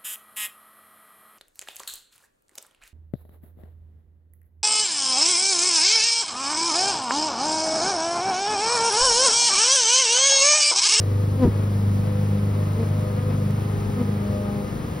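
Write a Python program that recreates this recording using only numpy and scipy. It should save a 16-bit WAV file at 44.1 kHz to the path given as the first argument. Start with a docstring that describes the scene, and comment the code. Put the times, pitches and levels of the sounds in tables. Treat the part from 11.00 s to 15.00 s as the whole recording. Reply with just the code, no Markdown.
"""A swarm of honeybees hums and rustles on a garden post throughout, while a small engine, likely a
mower, drones further off. At 0.44 s a bee passes very close: its wingbeat buzz swells and drops in
pitch, and the wash of its wings thumps and churns on the microphone. More bees pass, the loudest at
1.8 s and 3 s. A tiny tick comes at 2.5 s; low puffs of wing air then crowd the rest of the scene."""
import sys
import numpy as np
from scipy import signal
from scipy.fft import rfft, irfft
from scipy.io import wavfile

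SR = 44100
rng = np.random.default_rng(int(sys.argv[2]) if len(sys.argv) > 2 else 0)


def materialize(psi):
    """Save the field psi as 16-bit PCM at rate SR to the path in sys.argv[1].

    A 1-D psi becomes a single channel; in a 2-D psi each row is a channel.
    """
    bounded = np.clip(np.atleast_2d(psi).T, -1, 1)
    quanta = np.round(bounded * 32767).astype(np.int16)
    wavfile.write(sys.argv[1], SR, quanta)


N = 176400
T, FREQS = np.arange(N) / SR, np.fft.rfftfreq(N, 1 / SR)


def amp(db):
    """Decibels to gain."""
    return 10 ** (np.asarray(db) / 20)


def unit(x):
    """Scales to rms 1."""
    return x / np.sqrt(np.mean(abs(x) ** 2) + 1e-20)


def at_hz(points, hz):
    """Interpolates a table on a log-frequency axis."""
    f, value = np.transpose(points)
    return np.interp(np.log(hz + 1), np.log(f + 1), value)


def drift(hz):
    """Random wander of rms about 1, at rates up to about hz."""
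    size = 8192
    f = np.fft.rfftfreq(size, 2 * T[-1] / size)
    slow = unit(irfft(rfft(rng.standard_normal(size)) * np.exp(-(f / hz) ** 2) * (f > 0)))
    return np.interp(T, np.linspace(0, 2 * T[-1], size), slow)


def noise(spectrum):
    """Coloured noise of rms 1."""
    return unit(irfft(rfft(rng.standard_normal(N)) * amp(at_hz(spectrum, FREQS)), N))


def bell(centre_s, half_s):
    """Gaussian swell and fade."""
    return np.exp(-.5 * ((T - centre_s) / half_s) ** 2)


def pan(db):
    """Stereo gains, left over right by db."""
    return amp([[db / 2], [-db / 2]])


# Each row: frequency in Hz, phase lead of the left channel in radians.
STEREO_PHASE = [(0, 0), (200, .1), (600, 1.2), (1250, 1.6), (1600, 4.9), (1980, 6.4), (2760, 7.7),
                (3620, 7.4), (4400, 7.1), (5150, 6.3), (5700, 7.2), (6500, 8.9), (7500, 9.42), (8200, 9.8),
                (9500, 12.1), (11300, 12.9), (12600, 15.2), (14300, 16), (15600, 18.1)]
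# Each row: frequency in Hz, left over right in dB.
STEREO_BALANCE = [(60, .3), (200, .6), (380, 3.3), (700, 6.2), (1290, 4), (2000, -.5), (2500, -1.5),
                  (4400, -.3), (8000, 0)]
# Each row: frequency in Hz, left-right coherence from 0 to 1.
STEREO_COHERENCE = [(60, 1), (250, 0.91), (500, 0.56), (1200, 0.041), (2000, 0.7), (3000, 0.62),
                    (5000, 0.97), (7000, 1), (15000, 1)]

def widen(source, independent=None):
    """Widens the sound by phase and level; an independent signal makes the channels less alike."""
    left = right = rfft(source)
    if independent is not None:
        alike = np.clip(at_hz(STEREO_COHERENCE, FREQS), 0, 1)
        right = alike * left + np.sqrt(1 - alike ** 2) * rfft(independent)
    tilt = amp(at_hz(STEREO_BALANCE, FREQS) / 2)
    lag = np.exp(-1j * at_hz(STEREO_PHASE, FREQS))
    return irfft(np.array([left * tilt, right / tilt * lag]), N)


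# Exhaust and blade noise. Each row: frequency in Hz, relative density in dB.
EXHAUST_SPECTRUM = [(20, -36), (50, -5), (110, 1.5), (230, -4), (320, -12.5), (500, -7.5), (700, -20),
                    (1250, -21), (2000, -32.5), (5000, -52.5)]

def exhaust(cycle_rad, level_db=-34.5):
    """Exhaust and blade noise throbs with the puff of each engine cycle."""
    throb = unit(1 + .34 * np.cos(cycle_rad) + .29 * np.cos(2 * cycle_rad)) * amp(level_db)
    return widen(throb * noise(EXHAUST_SPECTRUM), throb * noise(EXHAUST_SPECTRUM))


# Each row: time in seconds, four-stroke cycles per second.
ENGINE_SPEED = [(0, 25), (.38, 24.95), (.58, 25.2), (.91, 25), (1.1, 25.3), (1.68, 25.05), (2.03, 25.35),
                (2.2, 25.2), (2.4, 25.35), (3.38, 25.36), (3.6, 25.3), (4, 25.1)]
# Each row: time in seconds, levels of orders 4, 5, 6, 8, 20 and 24 in dB, whine swell in dB.
MAIN_ORDERS = [(0, -21, -33, -42.5, -47, -41.5, -49, 2), (.3, -23, -38.5, -33, -36.5, -41, -53.5, -2),
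               (.6, -22.5, -40, -34.5, -38, -47, -54, 1.5), (.8, -20.5, -39, -36, -29.5, -51, -53.5, -3),
               (1.05, -22, -34, -33, -32, -40.5, -49, -8.5), (1.38, -23, -44, -30.5, -28.5, -41, -56, -2),
               (1.6, -24, -44, -31, -32, -43, -45.5, 0), (1.8, -21, -39, -28.5, -36.5, -50, -47, -9),
               (2.08, -27, -35.5, -31.5, -31, -38, -41, 1.5),
               (2.22, -24, -31, -30.5, -37.5, -39.5, -54, 1.5),
               (2.48, -25.5, -31, -31.5, -28.5, -53, -50.5, -0.5),
               (2.75, -26.5, -35.5, -32.5, -34.5, -66, -48.5, 1),
               (3.0, -29.5, -36, -33, -30, -42, -54, 4.5), (3.2, -28, -38, -36, -27, -57, -47.5, 2.5),
               (3.35, -28, -37, -44, -28.5, -40, -39.5, 5.5), (3.6, -38.5, -38, -38, -30, -41, -42, 7),
               (3.75, -42, -39, -41.5, -40.5, -50, -61, -3), (4, -34.5, -49, -45, -53, -64, -60, -6)]
# Each row: time in seconds, level of order 32 in dB.
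ORDER_32 = [(0, -65), (1.2, -53), (2.3, -61), (2.7, -48), (3.1, -52), (3.5, -49.5), (4, -54)]
# Each row: order as a multiple of the cycle rate, level in dB.
WEAK_ORDERS = [(2, -45), (3, -46), (7, -43.5), (9, -43), (10, -47), (11, -50), (12, -43.5), (13, -54),
               (14, -52), (15, -52), (18, -65.5), (28, -59.5), (36, -59), (40, -61), (44, -63)]
# Two whining partials: their orders, then their levels in dB before the swell.
WHINE_MULTIPLES = [16, 48.65]
WHINE_BASE_DB = [-46, -54.5]

def engine(waver_hz=4.9, puff_order=6):
    """A single cylinder fires a little unevenly: a stack of wavering orders over exhaust noise."""
    cycle_hz = np.interp(T, *np.transpose(ENGINE_SPEED)) * (1 + .0019 * drift(8.5))
    cycle_rad = 2 * np.pi * np.cumsum(cycle_hz) / SR
    times, *columns = np.transpose(MAIN_ORDERS)
    *main_db, swell_db = (np.interp(T, times, column) for column in columns)
    orders = list(zip([4, 5, 6, 8, 20, 24], main_db))
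    orders += [(32, np.interp(T, *np.transpose(ORDER_32))), *WEAK_ORDERS]
    orders += [(k, db + swell_db) for k, db in zip(WHINE_MULTIPLES, WHINE_BASE_DB)]
    firing = 1 + .061 * drift(21)
    tone = np.zeros(N)
    for k, db in orders:
        waver = .11 + .0047 * k
        # The exhaust and the garden pull the orders out of step.
        phase = k * cycle_rad + .25 * (k - puff_order) ** 2 + .42 * rng.standard_normal()
        partial = (1 + waver * drift(waver_hz)) * firing * np.cos(phase)
        partial += waver * drift(waver_hz) * np.sin(phase)
        tone += amp(db) * partial / np.sqrt(.5 + waver ** 2)
    return widen(tone) + exhaust(cycle_rad)


def tick(start_s=2.5086, decay_s=.00025):
    """One tiny sharp tick close by."""
    burst = (T >= start_s) * np.exp(-abs(T - start_s) / decay_s) * rng.standard_normal((2, N))
    return amp(-27) * signal.sosfilt(signal.butter(2, 4000, "high", fs=SR, output="sos"), burst)


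# Crawling bees and garden hiss. Each row: frequency in Hz, relative density in dB.
HISS_SPECTRUM = [(30, 2.5), (300, 8), (700, 9), (1250, 10.5), (1700, 5), (2500, 2), (3500, 3), (5000, 1.5),
                 (7000, -1.5), (10000, -2), (15500, -1.5)]

def rustle(clicks_per_s=150, crackle_db=-61, hiss_db=-45.5):
    """Legs and wings of crawling bees click in a steady hiss."""
    clicks = (rng.random(N) < clicks_per_s / SR) * amp(4 * np.minimum(rng.exponential(1, N), 3))
    crackle = unit(signal.sosfilt(signal.butter(2, 2500, "high", fs=SR, output="sos"), clicks))
    swell = amp(.4 * drift(11))
    near = amp(hiss_db) * noise(HISS_SPECTRUM) + amp(crackle_db) * crackle
    return swell * widen(near, amp(hiss_db) * noise(HISS_SPECTRUM))


def buzz(hz, spectrum, second_db=0, higher_db=0, count=20):
    """One bee: a wingbeat cycle rich in harmonics, repeated along a pitch curve."""
    k, size = np.arange(1, count + 1), 4096
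    gains = amp(at_hz(spectrum, k * hz.mean()) + second_db * (k == 2) + higher_db * (k > 2))
    harmonics = gains * np.exp(2j * np.pi * rng.random(count))
    cycle = irfft(np.r_[0, harmonics], size) * size / np.sqrt(2)
    position = np.cumsum(hz) / SR % 1 * size
    return np.interp(position, np.arange(size + 1), np.r_[cycle, cycle[0]])


# Each row: frequency in Hz, relative level of a hum harmonic in dB.
HUM_SPECTRUM = [(200, -2.5), (260, -6), (480, 0.5), (700, -7.5), (1000, -8.5), (1300, -8), (1600, -14),
                (2100, -15), (3000, -20.5), (5000, -35.5)]

def swarm_hum(bees=14, wingbeat_hz=235.6):
    """Many bees buzz together, each wandering in pitch and distance."""
    hum = np.zeros(N)
    for hz in wingbeat_hz * (1 + rng.permutation(np.linspace(-.14, .14, bees))):
        pitch_hz = hz * (1 + .025 * drift(4) + .00504 * drift(50.3))
        hum += buzz(pitch_hz, HUM_SPECTRUM) * amp(5 * drift(8.2))
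    return unit(hum)


# Each row: centre in seconds, half length in seconds, level in dB, left over right in dB.
AIR_PUFFS = [(0.49, 0.023, -30, 5), (1.08, 0.012, -37, 11), (1.33, 0.018, -42, 6), (2.614, 0.019, -32, 6),
             (2.78, .02, -35, 15), (2.897, 0.027, -30, 9), (3.302, 0.05, -26.5, 0.5),
             (3.597, 0.057, -39, 14), (3.766, 0.046, -35.5, 10), (3.856, 0.037, -38, 8),
             (3.928, 0.05, -35, 1.5)]
# Each row: frequency in Hz, relative density in dB.
PUFF_SPECTRUM = [(15, -46), (28, -21), (48, 5), (90, 13.5), (150, 8.5), (300, -16), (600, -23), (1500, -32),
                 (5000, -77)]

def buffets(thump_s=.4565, width_s=.0015, thump_db=-7):
    """Wing wash hits the microphone: low puffs, and one thump from the closest bee."""
    puffs = sum(pan(side_db) * amp(db) * bell(centre_s, half_s) * noise(PUFF_SPECTRUM)
                for centre_s, half_s, db, side_db in AIR_PUFFS)
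    offset = (T - thump_s) / width_s
    thump = -amp(thump_db) * offset * np.exp(.5 - .5 * offset ** 2)
    return puffs + thump


# Tumbling air. Each row: frequency in Hz, relative density in dB.
CHURN_SPECTRUM = [(60, -23), (200, -6), (400, 5), (550, -5), (800, -18), (1500, -26), (5000, -68)]
# Each row: centre in seconds, half length in seconds, level in dB, pitch in Hz, slowing per second.
WAKE_EDDIES = [(0.4587, 0.00349, -18, 398.2, 29.1), (0.4843, .0075, -14.5, 179.5, 62)]

def wake():
    """The closest bee leaves churning air and eddies that slow as they roll over the microphone."""
    air = amp(-26) * bell(centre_s=.461, half_s=.016) * noise(CHURN_SPECTRUM)
    for centre_s, half_s, db, hz, slowing in WAKE_EDDIES:
        pitch_hz = hz * np.exp(-slowing * np.clip(T - centre_s, -2 * half_s, 2 * half_s))
        phase = 2 * np.pi * (np.cumsum(pitch_hz) / SR + rng.random())
        air += amp(db) * bell(centre_s, half_s) * np.cos(phase)
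    return air


# Each row: frequency in Hz, relative level of a wingbeat harmonic in dB.
WING_SPECTRUM = [(240, 1), (480, 0), (730, -15.5), (980, -13.5), (1250, -28.5), (1700, -31.5), (2500, -36),
                 (5000, -46), (10000, -73)]
# Each row: closest moment in seconds, wingbeat in Hz, gain in dB, passing time in seconds, Doppler
# fraction, trims of the second and of higher harmonics in dB, left over right in dB, flutter depth.
BEE_PASSES = [(0.438, 247.5, -16.5, 0.016, .055, -3.5, -3.5, 3, 0.04),
              (.79, 228.3, -47, 0.064, 0.0092, -1, -2, 0.5, 0.3),
              (1.0, 246.8, -44, .08, 0.0092, -4.5, -4, -14, .2), (1.52, 244, -47, .05, .01, -9, -7, 2, 0.3),
              (1.811, 229, -31.5, 0.03, .008, -0.5, -4.5, 1.5, .3),
              (2.3, 250.3, -38.5, 0.11, .01, -4, -8, 4.5, 0),
              (3.01, 243.1, -25.5, 0.023, .01, -5.5, -9.5, 2.5, .08),
              (3.3, 231.7, -39.5, .05, 0.011, -13.5, -7, 8, 0),
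              (3.81, 224, -48.5, 0.044, .01, -5, -2, -0.5, 0.1)]

def flyby(closest_s, hz, db, passing_s, doppler, second_db, higher_db, side_db, flutter):
    """A bee on a straight path swells, then drops in pitch; unsteady air makes its buzz flutter."""
    flutter_hz, falloff_power = 203, 1.75
    along = (T - closest_s) / passing_s
    distance = np.hypot(1, along)  # 1 when closest
    pitch_hz = hz * (1 - doppler * along / distance + .0606 * flutter * drift(flutter_hz))
    wings = buzz(pitch_hz, WING_SPECTRUM, second_db, higher_db, count=40)
    wings *= unit(1 + flutter * drift(flutter_hz))
    wing_air = widen(amp(-31) * noise(HISS_SPECTRUM))
    return amp(db) * (pan(side_db) * wings + wing_air) / distance ** falloff_power


def scene():
    """Swarm, passing bees and their wash, a tick, and the engine behind them."""
    hum_db = -40.5 + .94 * (T - T.mean())  # the microphone slowly moves closer
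    swarm = amp(hum_db) * widen(swarm_hum(), swarm_hum()) + rustle()
    passes = sum(flyby(*row) for row in BEE_PASSES)
    return swarm + passes + buffets() + wake() + tick() + engine()


def record(dry):
    """Steep low-pass at 15780 Hz."""
    lowpass = signal.firwin(511, 15780, window=("kaiser", 9), fs=SR)
    return signal.oaconvolve(dry, lowpass[None], "same")


dry = scene()
out = record(dry)
materialize(out)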